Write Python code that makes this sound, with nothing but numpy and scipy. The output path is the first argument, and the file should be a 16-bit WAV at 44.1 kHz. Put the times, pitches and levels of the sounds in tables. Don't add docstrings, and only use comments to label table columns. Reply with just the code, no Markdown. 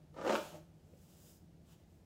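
import sys
import numpy as np
from scipy import signal
from scipy.fft import rfft, irfft
from scipy.io import wavfile
from scipy.ndimage import uniform_filter1d

SR = 44100
rng = np.random.default_rng(int(sys.argv[2]) if len(sys.argv) > 2 else 0)


def unload_audio(sound):
    columns = np.transpose(np.atleast_2d(sound))
    steps = np.round(np.clip(columns, -1, 1) * 32767)
    wavfile.write(sys.argv[1], SR, steps.astype(np.int16))


N = 90404
FLICKS_PER_S, STRANDS_PER_S = 1200, 8300


def undb(db):
    return 10 ** (np.asarray(db) / 20)


def unit(x):
    return x / np.sqrt(np.mean(x ** 2))


def curve(rows):
    s, db = np.array(rows).T
    return undb(np.interp(np.arange(N) / SR, s, db, left=-120, right=-120))


def through(x, response):
    return signal.fftconvolve(x, response)[:N]


def colour(points, size=4096):
    hz, db = np.array(points).T
    f = np.maximum(np.arange(size // 2 + 1) * SR / size, 1)
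    magnitude = undb(np.interp(np.log(f), np.log(hz), db))
    cepstrum = irfft(np.log(magnitude))
    cepstrum[1:size // 2] *= 2
    cepstrum[size // 2 + 1:] = 0
    response = irfft(np.exp(rfft(cepstrum)))
    return response / np.linalg.norm(response)


def grains(per_s, spread_db):
    hits = rng.random(N) < per_s / SR
    size = np.minimum(rng.exponential(size=N), 4)
    sign = rng.choice([-1, 1], N)
    return unit(hits * sign * undb(spread_db * size))


def impulses(rows):
    out = np.zeros(N)
    for s, db in rows:
        out[int(s * SR)] += undb(db)
    return out


def flutter(per_s=35, depth_db=1.3):
    step = int(SR / per_s)
    held = np.repeat(rng.standard_normal(N // step + 1), step)
    return undb(depth_db * uniform_filter1d(held, step)[:N])


def background(floor_db=-63):
    # (frequency [Hz], relative level [dB])
    floor_spectrum = [(15, -61), (25, -21.5), (86, 1.5), (119, -8.5), (156, -1.5), (305, -14.5),
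                      (340, -8.5), (389, -16), (684, -19.5), (1110, -32), (1200, -32), (6730, -39),
                      (10300, -43.5), (15500, -45.5)]
    # (frequency [Hz], half-width [Hz], level [dB])
    resonances = [(97, 48, -74.5), (159.3, 15.2, -66), (321.7, 36, -77.5)]
    # (time [s], gain [dB])
    waver = [(0, 3), (0.65, 0.5), (1.0, -3.5), (1.35, -1.5), (1.5, 5), (1.7, -3), (1.93, -2.5), (2.06, -17)]
    f = np.arange(N // 2 + 1) * SR / N
    floor = irfft(rfft(rng.standard_normal(N)) * rfft(colour(floor_spectrum), N), N)
    out = undb(floor_db) * unit(floor)
    for hz, width_hz, db in resonances:
        band = irfft(rfft(rng.standard_normal(N)) / (1 + ((f - hz) / width_hz) ** 2), N)
        out += undb(db) * curve(waver) * unit(band)
    return out


def bathroom(x):
    # (frequency [Hz], relative level [dB])
    modes = [(205, -6.5), (220, -15), (318, 4), (368, -1), (420, -2), (495, 2.5), (534, -1.5), (610, 10.5),
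             (671, 0), (718, -17.5), (748, -6), (835, -1), (905, -9.5)]
    low_t60_s, high_t60_s, mode_t60_s, gap_s = 0.47, 0.36, 0.17, 0.0024
    split_hz, low_db, tail_db, modes_db = 1500, -3, -4.5, 1
    t = np.arange(SR // 2) / SR
    low, high = (signal.sosfilt(signal.butter(2, split_hz, side, fs=SR, output="sos"),
                                rng.standard_normal(len(t))) for side in ("low", "high"))
    fade = lambda t60_s: undb(-60 * t / t60_s)
    tail = (undb(low_db) * low * fade(low_t60_s) + high * fade(high_t60_s)) * (t > gap_s)
    waves = sum(undb(db) * np.cos(2 * np.pi * hz * t) for hz, db in modes) * fade(mode_t60_s)
    waves *= 2 / np.sum(fade(mode_t60_s))
    return x + through(x, undb(tail_db) * tail / np.linalg.norm(tail) + undb(modes_db) * waves)


def hand(grains_per_s=11000, spread_db=2.5, bump_db=-32):
    # (peak time [s], rise [s], fall [s], level [dB], papery scrape re hiss [dB])
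    passes = [(0.87, 0.17, .1, -85, -2.5), (1.03, 0.16, 0.15, -74.5, -7), (1.13, 0.091, 0.2, -70.5, -8),
              (1.278, 0.11, 0.1, -65.5, -12.5), (1.364, 0.058, 0.03, -70.5, -23),
              (1.721, 0.087, 0.055, -73, 0), (1.8, 0.035, .05, -86, 4.5), (1.925, 0.064, 0.12, -82.5, -10)]
    # (frequency [Hz], relative level [dB])
    hiss_spectrum = [(300, -18), (2300, -12.5), (3000, -5.5), (4600, -8), (4950, 2.5), (5600, -2),
                     (6700, 0.5), (7800, 2), (8600, -2.5), (12400, -3.5), (13600, -1), (16000, -3)]
    # (frequency [Hz], relative level [dB])
    papery_spectrum = [(200, -19.5), (700, 0), (1400, 3), (2200, -8), (2900, 3.5), (3800, -1.5), (4700, -6),
                       (7000, -5), (15000, -18)]
    # (time [s], relative level [dB])
    bumps = [(0.937, -7.5)]
    # (time [s], level [dB])
    shift = [(0.8, -97), (0.93, -71.5), (1.0, -88), (1.12, -93), (1.28, -75.5), (1.42, -100)]
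    # (frequency [Hz], relative level [dB])
    dull_spectrum = [(80, -35), (250, 5.5), (550, 8.5), (900, -20.5), (2500, -14), (9000, -63)]
    edge_drop_db = 20.5
    t = np.arange(N) / SR
    hiss_power, papery_power = 0, 0
    for peak_s, rise_s, fall_s, db, papery_db in passes:
        offset = (t - peak_s) / np.where(t < peak_s, rise_s, fall_s)
        swell = undb(db - edge_drop_db * offset ** 2)
        hiss_power += swell ** 2
        papery_power += (swell * undb(papery_db)) ** 2
    hiss = through(np.sqrt(hiss_power) * grains(grains_per_s, spread_db), colour(hiss_spectrum))
    papery = through(np.sqrt(papery_power) * grains(grains_per_s, spread_db), colour(papery_spectrum))
    handling = undb(bump_db) * impulses(bumps) + curve(shift) * grains(FLICKS_PER_S, spread_db)
    return (hiss + papery) * flutter() + through(handling, colour(dull_spectrum))


def strands(gain_db=-54):
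    # (time [s], relative level [dB])
    slide = [(0.14, -25.5), (0.175, -31), (0.25, -11.5), (0.305, -4.5), (0.355, -1), (0.41, -4.5),
             (0.49, -8.5), (0.565, -12.5), (0.605, -31)]
    # (frequency [Hz], relative level [dB])
    spectrum = [(200, 0.5), (900, 3), (2000, -5.5), (2900, 9), (5000, 2.5), (7400, 5), (8800, -1),
                (12000, 0), (15500, -3.5)]
    scrape = curve(slide) * flutter() * grains(STRANDS_PER_S, spread_db=0.5)
    return undb(gain_db) * through(scrape, colour(spectrum))


def snaps(gain_db=-10):
    # (time [s], relative level [dB])
    releases = [(0.3535, -2), (0.359, -5.5)]
    # (frequency [Hz], relative level [dB])
    spectrum = [(150, -34.5), (600, 15), (1400, 13.5), (2100, 3.5), (3000, 7.5), (4500, -10.5),
                (8000, -20.5), (15000, -65.5)]
    # (delay [s], gain [dB])
    reflections = [(.0008, -2), (.0021, -16), (.0034, -16.5)]
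    direct = undb(gain_db) * through(impulses(releases), colour(spectrum))
    return direct + through(direct, impulses(reflections))


def paddle(force, gain_db=-4):
    # (frequency [Hz], relative level [dB], T60 [s])
    modes = [(320, -6, .07), (535, 4, .08), (600, 0, .05), (905, -6, .06), (964, 2, .1), (1197, 3, .1),
             (1290, -3, .05), (1430, -3, .04), (1764, -10, .09)]
    t = np.arange(SR // 3) / SR
    ring = sum(undb(db - 60 * t / t60_s) * np.sin(2 * np.pi * hz * t) for hz, db, t60_s in modes)
    return undb(gain_db) * through(force, ring / np.linalg.norm(ring))


def brush():
    # (time [s], relative level [dB], offset for thud and rasp [dB])
    catches = [(0.142, -19.5, -9), (0.164, -7, -19), (0.185, -1.5, -20), (0.213, 1, -11), (0.239, 4, -32.5),
               (0.248, 0.5, -12), (0.263, -7, 8.5), (0.275, 0, 4), (0.294, 0, 8), (0.305, 2.5, -4),
               (0.323, 2, 4.5), (0.341, -5.5, 1.5)]
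    # (time [s], relative level [dB])
    bed_levels = [(0, -40.5), (0.12, -45.5), (0.18, -14), (0.24, -12.5), (0.262, -8), (0.285, -4),
                  (0.35, 2), (0.385, -6.5), (0.43, -27), (0.5, -24.5), (0.56, -19.5), (0.6, -35)]
    # (frequency [Hz], relative level [dB])
    body_spectrum = [(60, -39), (140, -17.5), (195, 2), (222, -0.5), (255, -10), (325, 2), (450, -3),
                     (535, 1), (670, -2), (790, -3.5), (900, -5.5), (1100, -14), (1450, -14), (2100, -18),
                     (2800, -20.5), (4500, -30.5), (8000, -42), (15000, -62)]
    # (frequency [Hz], relative level [dB])
    rasp_spectrum = [(300, -6), (1300, 10.5), (2150, -16), (2900, 0.5), (4300, -2), (5800, -3),
                     (7100, -5.5), (9000, -12.5), (12000, -40), (15500, -25)]
    catch_db, bed_db, rasp_db = -37.5, -39, -12.5
    catch_to_rasp_db, flick_to_ring_db = -3, -29
    attack_s, decay_s = 0.0006, 0.0091
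    cut_hz = 165
    t = np.arange(SR // 3) / SR
    burst = undb(catch_db) * np.exp(-t / decay_s) * (1 - np.exp(-t / attack_s))
    catching = through(impulses([(s, db) for s, db, _ in catches]), burst)
    thudding = through(impulses([(s, db + thud_db) for s, db, thud_db in catches]), burst)
    bed = undb(bed_db) * curve(bed_levels)
    slips = grains(per_s=2700, spread_db=1.5)
    flicks = bed * grains(FLICKS_PER_S, spread_db=1.5)
    body = through(thudding * slips + flicks, colour(body_spectrum))
    ring = paddle(catching * slips + undb(flick_to_ring_db) * flicks)
    hollow = signal.sosfilt(signal.butter(4, cut_hz, "high", fs=SR, output="sos"), body + ring)
    scrape = (undb(catch_to_rasp_db) * thudding + bed) * grains(STRANDS_PER_S, spread_db=4.5)
    return hollow + undb(rasp_db) * through(scrape, colour(rasp_spectrum))


def scene():
    return (bathroom(brush() + snaps() + strands() + hand()) + background())[None]


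def record(dry):
    top_hz = 15700
    return signal.sosfilt(signal.ellip(10, .1, 70, top_hz, fs=SR, output="sos"), dry)


dry = scene()
out = record(dry)
unload_audio(out)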